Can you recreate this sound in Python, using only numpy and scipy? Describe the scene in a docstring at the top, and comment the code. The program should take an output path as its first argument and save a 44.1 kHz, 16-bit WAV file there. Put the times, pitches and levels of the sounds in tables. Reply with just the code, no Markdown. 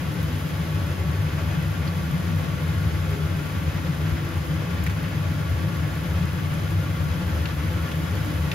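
"""Range hood over a simmering wok

In a small tiled kitchen, turbulent air from a fan excites the resonances of hood and duct: two
throbbing booms and a wide, hollow rush, with brief drones and a faint motor hum. Bursting bubbles
hiss softly in a wok of crayfish. Now and then a metal utensil ticks, and a plastic packet crinkles
as paste is squeezed from it. The scene is heard in stereo from just above the stove."""
import sys
import numpy as np
from scipy import signal
from scipy.fft import rfft, irfft
from scipy.io import wavfile
from scipy.ndimage import uniform_filter1d

SR = 44100
rng = np.random.default_rng(int(sys.argv[2]) if len(sys.argv) > 2 else 0)


def store_pcm(level_fs):
    """Save levels as 16-bit WAV."""
    pcm = np.round(np.clip(level_fs, -1, 1) * 32767).astype(np.int16)
    wavfile.write(sys.argv[1], SR, np.atleast_2d(pcm).T)


N = 376613
T, HZ = np.arange(N) / SR, np.fft.rfftfreq(N, 1 / SR)

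# Stereo image across the spectrum: frequency_hz, coherence, left_lead_rad, balance_db
STEREO_IMAGE = [(85, 0.99, 0.13, 2.08), (160, 0.98, 0.23, 2.71), (238, 0.49, -0.84, 2.82),
                (305, 0.86, 0.0, 1.79), (500, 0.47, -0.27, 1.49), (780, 0.24, -0.66, 0.39),
                (1200, 0.24, 0.66, 3.77), (1900, 0.37, -0.36, 0.95), (2500, 0.48, 0.35, 1.04),
                (3400, 0.43, 0.89, 1.33), (4800, 0.43, 0.66, 0.96), (5600, 0.18, -1.96, 0.59),
                (6400, 0.47, -0.83, 0.64), (7200, 0.32, -2.27, 0.75), (7700, 0.9, -3.05, 0.12),
                (8600, 0.99, -3.14, 0.01), (9400, 0.94, -3.22, -0.11), (10000, 0.71, -3.78, -0.24),
                (11300, 0.65, -4.89, -0.05), (12800, 0.98, -6.27, 0.04)]
# Harmonics of the motor hum: pitch_hz, level_db
HUM_PARTIALS = [(100, -40), (200, -55)]
# Resonances that swell briefly: start_s, length_s, pitch_hz, width_hz, level_db
DRONE_SWELLS = [(.26, .22, 243.4, 8, -39.5), (.85, .42, 370, 6, -45.5), (1.25, 0.5, 2505, 65, -53),
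                (3.08, 0.21, 398, 7.3, -42.5), (3.06, .22, 418, 8.5, -43.5), (3.94, 0.69, 334, 12.7, -40),
                (5.45, 0.41, 370, 6.6, -48.5)]
# Spectrum of the simmering sauce: frequency_hz, relative_db
SIMMER_SPECTRUM = [(1000, -25), (3000, -11), (5000, -9), (7400, -7.3), (8300, -2.5), (8600, -2),
                   (9000, -3.5), (9800, -2.6), (11400, -3.2), (12600, -4.5), (13800, -11.5), (14800, -14.5),
                   (15800, -13.9)]
# Liveliness of the simmer: time_s, gain_db
SIMMER_LEVEL = [(0, 4.5), (1.1, 3.5), (2, 3.7), (3.5, 3.4), (4, 2.9), (5.4, 2.8), (6.2, 3.9), (7.6, 4),
                (8.54, 5.6)]
# Crinkles of the squeezed packet: start_s, length_s, level_db, centre_hz
PACKET_CRINKLES = [(.229, .003, -36, 10500), (0.385, 0.016, -45, 11000), (2.384, .010, -47, 11500),
                   (4.837, 0.009, -37, 9000), (4.863, .012, -39.5, 7500), (4.897, .02, -45, 5000),
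                   (7.039, 0.013, -49, 10500), (7.915, .015, -46, 7500), (8.151, 0.013, -45, 7500),
                   (8.246, 0.017, -44, 8500)]
# Taps and scuffs of the utensil: start_s, level_db, pitch_hz, width_hz, t60_s
UTENSIL_TAPS = [(1.876, -32, 4400, 700, .035), (4.8635, -20.5, 1980, 900, .022),
                (4.8700, -28, 2050, 1200, .045), (4.895, -35, 1700, 1600, .15),
                (7.456, -24.5, 2550, 1200, .03), (7.456, -33, 4100, 1600, .028),
                (7.4860, -35, 3200, 1600, .035), (7.915, -30, 2700, 2400, .036),
                (8.5153, -18.5, 2580, 1500, .025), (8.5150, -27, 4000, 1000, .01),
                (8.5225, -26, 1600, 2000, .015), (8.5300, -33, 2500, 2500, .03)]
# Spectrum of the air leaving the fan wheel: frequency_hz, relative_db
AIR_SPECTRUM = [(20, -37), (55, -16), (85, 0.5), (200, -14.5), (380, -22.5), (780, -24), (1800, -26),
                (3200, -30), (4300, -36), (7200, -41), (11000, -93), (16000, -56.3)]
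# Resonances and notches of hood, duct and stove corner: centre_hz, width_hz, lift_db
HOOD_MODES = [(38, 9, 7.3), (76, 11, 9.6), (95, 22, 8.0), (117, 9, -3), (124, 6, 2), (132, 7, -3.5),
              (152, 28, 15.6), (154, 8, 2), (174, 18, 12.2), (186, 14, 3.5), (215, 14, -3.0),
              (246, 38, 5.8), (299, 55, 9.1), (336, 21, 6.0), (368, 26, -2.5), (413, 42, 6.3),
              (455, 21, -1.2), (510, 72, 6.8), (584, 62, 5.0), (655, 18, 6.2), (684, 21, -1.2),
              (797, 41, -5.2), (839, 38, 6), (872, 30, 3), (935, 45, -1.3), (1031, 41, 2.0), (1130, 90, 6),
              (1200, 26, 2.5), (1255, 60, -3), (1314, 42, 4.8), (1360, 40, 2.2), (1414, 52, 7.8),
              (1475, 46, 3.2), (1558, 70, 3.9), (1662, 40, 2.6), (1727, 70, 4.2), (1768, 30, -3.5),
              (1874, 80, 3.2), (1948, 45, -1.8), (2010, 50, 3.8), (2062, 45, 3.9), (2152, 75, 2.5),
              (2280, 45, 3), (2370, 90, -1), (2486, 40, 3.6), (2560, 110, 2), (2690, 50, -1.5),
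              (2805, 85, -1.8), (2990, 200, 1.2), (3345, 110, 2.2), (5050, 601, 2.2), (5305, 159, 1.4),
              (5564, 314, -3.2)]
# Balance of the deep boom's two bands: time_s, lower_over_higher_db
DEEP_BALANCE = [(0, -3), (1.1, -2), (2, -1.5), (2.6, -7), (3.1, 0), (3.7, 1), (4.1, -6), (4.6, 0),
                (5.4, -6.5), (6, 1), (6.8, -7), (7.4, 3.5), (7.8, -1), (8.54, 4)]
# Slow course of the two booms: time_s, deep_level_db, upper_level_db
BOOM_LEVELS = [(0, -28.5, -28), (.6, -28.5, -28.5), (1.3, -26, -29), (2, -28.5, -26.5), (2.85, -26, -28),
               (3.6, -28.5, -28.5), (5, -27.5, -28.5), (6.4, -27.5, -28.5), (7.1, -25.5, -28.4),
               (8.54, -27.5, -29)]
# Strongest surges and lulls of the booms: time_s, deep_gain_db, upper_gain_db
BOOM_SURGES = [(.40, -8, -8), (1.10, 1, 6.5), (1.20, 6, -2), (1.58, -5, 8), (1.74, 0, -15), (2.15, -3, 6.5),
               (2.87, 9.5, 1), (3.49, -12, -3), (3.72, -4, -11), (3.90, -3, 9.5), (4.13, 10.5, -2),
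               (4.20, -5, -2), (4.33, 0, -10), (4.45, -9, -11), (4.52, -7, 7), (5.53, 9, -1),
               (5.66, 3, 5.5), (5.72, -5, -1), (6.24, 4.5, 8), (6.54, -5, 7), (6.76, 5, -2), (7.50, -4, -9),
               (7.59, 4.5, -2), (7.89, -13, -8)]
# Strength of the rush from about 1 to 3 kHz: time_s, gain_db
MIDRANGE_GAIN = [(0, -0.5), (.45, -1), (1.15, -.3), (1.3, 0.2), (1.6, 0.2), (2.1, -0.8), (2.6, 0.1),
                 (3.3, -0.3), (3.95, 0), (4.15, .7), (4.45, -0.1), (4.8, .1), (5.1, 1), (5.35, -0.5),
                 (5.6, 0.1), (6.0, 0.3), (6.4, .4), (6.8, -.4), (7.6, .3), (8.54, 0)]
# Strength of the rush as the microphone drifts under the hood: time_s, gain_db
PROXIMITY_GAIN = [(0, 0.5), (.6, 0.3), (1.4, 0.5), (2, 0.25), (7.1, 0.06), (7.8, 1), (8.54, 0.5)]


def gain_of(db):
    """Amplitude grows tenfold with every 20 decibels."""
    return 10 ** (np.asarray(db) / 20)


def unit_rms(x):
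    """Normalisation to a mean power of one."""
    return x / np.sqrt(np.mean(x ** 2) + 1e-20)


def spectrum(points):
    """Interpolation of (frequency_hz, value) points on a logarithmic frequency axis."""
    hz, value = np.transpose(points)
    return np.interp(np.log(HZ + 1), np.log(hz + 1), value)


def follow(curve, column=1):
    """Linear interpolation of one column of a table in time."""
    points = np.array(curve)
    return np.interp(T, points[:, 0], points[:, column])


def colour(x, gain):
    """Filtering as multiplication of the spectrum by a gain."""
    return irfft(rfft(x) * gain, N)


def band(x, low_hz, high_hz):
    """An ideal band-pass filter."""
    return colour(x, (HZ > low_hz) & (HZ <= high_hz))


def waver(rate_hz):
    """Low-passed noise gives a slow random fluctuation of rms one."""
    return unit_rms(colour(rng.standard_normal(N), (HZ > 0) / (1 + (HZ / rate_hz) ** 4)))


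def resonance(f, centre_hz, width_hz):
    """Frequency response of a damped harmonic oscillator."""
    return 1j * f * width_hz / (centre_hz ** 2 - f ** 2 + 1j * f * width_hz)


def stereo_image(pair):
    """Coherence sets width: the channels are alike in the bass and diffuse in the middle."""
    hz, *columns = np.transpose(STEREO_IMAGE)
    coherence, lead_rad, balance_db = (spectrum(np.c_[hz, column]) for column in columns)
    coherence = np.clip(coherence, 0, 0.995)
    common, independent = rfft(pair)
    left = common * gain_of(balance_db / 2)
    blend = coherence * common + np.sqrt(1 - coherence ** 2) * independent
    right = blend * np.exp(-1j * lead_rad) * gain_of(-balance_db / 2)
    return irfft(np.array([left, right]), N)


def tile_echoes(direct, count=10, echo_db=-15, delay_range_s=(0.003, 0.016), sway_s=0.00016):
    """Comb filtering: echoes off tiles and the cook's arm interfere, shifting as microphone and arm sway."""
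    reflected = colour(direct, spectrum([(180, 0), (300, 1), (3500, 1), (6000, 0.3), (9000, 0)]))
    echoes = np.zeros((2, N))
    for k in range(count):
        delay_s = rng.uniform(*delay_range_s) + sway_s * waver(rate_hz=0.66)
        echoes += (-1) ** k * np.array([np.interp(T - delay_s, T, side) for side in reflected])
    return direct + gain_of(echo_db) * echoes / np.sqrt(count)


def motor_hum():
    """Forced vibration: the mains drives the motor at steady harmonic frequencies."""
    return sum(gain_of(db) * np.sqrt(2) * np.sin(2 * np.pi * (hz * T + rng.random()))
               for hz, db in HUM_PARTIALS)


def drones():
    """A narrow resonance sounds as a soft tone of wandering pitch that swells and fades."""
    out = np.zeros(N)
    for start_s, length_s, pitch_hz, width_hz, level_db in DRONE_SWELLS:
        swell = np.sin(np.pi * np.clip((T - start_s) / length_s, 0, 1))
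        cycles = np.cumsum(pitch_hz + width_hz / 2 * waver(rate_hz=27.6)) / SR
        out += gain_of(level_db) * swell * np.sqrt(2) * np.sin(2 * np.pi * cycles)
    return out


def wok_simmer(base_db=-51.3, flicker_db=0.35, pops_per_s=500, spread_db=9, pops_db=-10, t60_s=0.015):
    """Incoherent sources add in power: tiny bubbles merge into a hiss, larger ones burst as pops."""
    sizes = gain_of(spread_db * np.minimum(rng.exponential(1, N), 4))
    bursts = sizes * (rng.random(N) < pops_per_s / SR)
    decay = gain_of(-60 * T[:2000] / t60_s)
    pop_power = abs(signal.oaconvolve(bursts ** 2, decay ** 2)[:N])
    fine, coarse = rng.standard_normal((2, 2, N))
    pops = gain_of(pops_db) * unit_rms(np.sqrt(pop_power)) * coarse
    hiss = unit_rms(colour(fine + pops, gain_of(spectrum(SIMMER_SPECTRUM))))
    return hiss * gain_of(base_db + follow(SIMMER_LEVEL) + flicker_db * waver(rate_hz=25))


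def packet(size=4096, snaps_per_s=7000, width_hz=6500, rise_s=0.00037, tail_db=-20, tail_t60_s=0.25):
    """Buckling: thin plastic gives way in clusters of tiny snaps, with a faint tail off the tiles."""
    out, t, f = np.zeros((2, N + size)), T[:size], np.fft.rfftfreq(size, 1 / SR)
    attack = 1 - np.exp(-t / rise_s)
    tail = gain_of(tail_db - 60 * t / tail_t60_s)
    for start_s, length_s, level_db, centre_hz in PACKET_CRINKLES:
        signs = rng.choice([-1, 1], (2, size))
        snaps = unit_rms(signs * (rng.random((2, size)) < snaps_per_s / SR))
        rustle = unit_rms(irfft(rfft(snaps) * resonance(f, centre_hz, width_hz)))
        envelope = np.hypot(np.exp(-(t / length_s) ** 2), tail) * attack
        start = round(start_s * SR)
        out[:, start:start + size] += gain_of(level_db) * rustle * envelope
    return out[:, :N]


def utensil(size=4096, rise_s=0.00097, tail_db=-24, tail_t60_s=0.27):
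    """Damping: food deadens the tapped metal to a short scuff, with a faint tail off the tiles."""
    out, t, f = np.zeros((2, N + size)), T[:size], np.fft.rfftfreq(size, 1 / SR)
    attack = 1 - np.exp(-t / rise_s)
    tail = gain_of(tail_db - 60 * t / tail_t60_s)
    for start_s, level_db, pitch_hz, width_hz, t60_s in UTENSIL_TAPS:
        random_phases = np.exp(2j * np.pi * rng.random((2, len(f))))
        ring = irfft(random_phases * resonance(f, pitch_hz, width_hz) ** 2)
        envelope = np.hypot(gain_of(-60 * t / t60_s), tail) * attack
        tap = ring * envelope
        tap *= np.linalg.norm(envelope) / np.linalg.norm(tap, axis=1, keepdims=True)
        start = round(start_s * SR)
        out[:, start:start + size] += gain_of(level_db) * tap
    return out[:, :N]


def deep_bands(air, average_s=0.67):
    """Amplitude modulation: the deep boom's lower band swells against its higher one on a set curve."""
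    bands = band(air, 55, 86), band(air, 86, 122)
    lower, higher = (x / np.sqrt(uniform_filter1d(x[0] ** 2, round(average_s * SR))) for x in bands)
    return lower * gain_of(follow(DEEP_BALANCE)) + higher


def duct_boom(air, column, steadiness=0.098, average_s=0.596, surge_s=0.021):
    """Narrow-band noise fluctuates in level: a duct resonance throbs, with set surges and lulls."""
    power = abs(signal.hilbert(air[0])) ** 2
    slow_power = uniform_filter1d(power, round(average_s * SR))
    throb = uniform_filter1d(power / slow_power, size=1000)
    surges = np.array(BOOM_SURGES)
    bumps = np.exp(-np.minimum(((T - surges[:, :1]) / surge_s) ** 2, 20))
    compression = np.maximum(steadiness, bumps.max(0))  # random throbbing yields to each surge or lull
    levelled = unit_rms(air / np.sqrt(slow_power * (throb + 0.11) ** compression))
    level_db = follow(BOOM_LEVELS, column) + surges[:, column] @ bumps
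    return band(levelled * gain_of(level_db), 55, 205)


def hood_fan(air_db=-24, flutter_db=0.7, ring_depths=(0.65, 1.09), settle_s=1.5):
    """Source and filter: the hood's resonances shape broadband turbulence into two booms and a rush."""
    lift_db = sum(db * np.exp(-(2 * (HZ - hz) / width_hz) ** 2) for hz, width_hz, db in HOOD_MODES)
    turbulence = rng.standard_normal((2, N))
    air = gain_of(air_db) * unit_rms(colour(turbulence, gain_of(spectrum(AIR_SPECTRUM) + lift_db)))
    deep, upper, hollow = band(air, 55, 122), band(air, 122, 205), band(air, 950, 3000)
    plain = unit_rms(colour(hollow, gain_of(-lift_db))) * hollow.std()  # midrange without resonances
    # The hollow ring deepens as the microphone settles by the wok.
    depth = np.interp(T, [0, settle_s], ring_depths)
    midrange = (depth * hollow + (1 - depth) * plain) * gain_of(follow(MIDRANGE_GAIN))
    rush = air - deep - upper - hollow + midrange
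    rush *= gain_of(follow(PROXIMITY_GAIN) + flutter_db * waver(rate_hz=23))
    return duct_boom(deep_bands(air), column=1) + duct_boom(upper, column=2) + rush


def scene():
    """Superposition: fan, wok, utensil and packet add in stereo; hum and drones lie in the centre."""
    kitchen = tile_echoes(hood_fan()) + wok_simmer() + utensil() + packet()
    return stereo_image(kitchen) + motor_hum() + drones()


def record(dry):
    """Band limiting: a steep low-pass filter removes the highest treble."""
    cutoff_hz = 15780
    lowpass = signal.firwin(1023, cutoff_hz, window=("kaiser", 9), fs=SR)
    return signal.oaconvolve(dry, lowpass[None], "same")


dry = scene()
out = record(dry)
store_pcm(out)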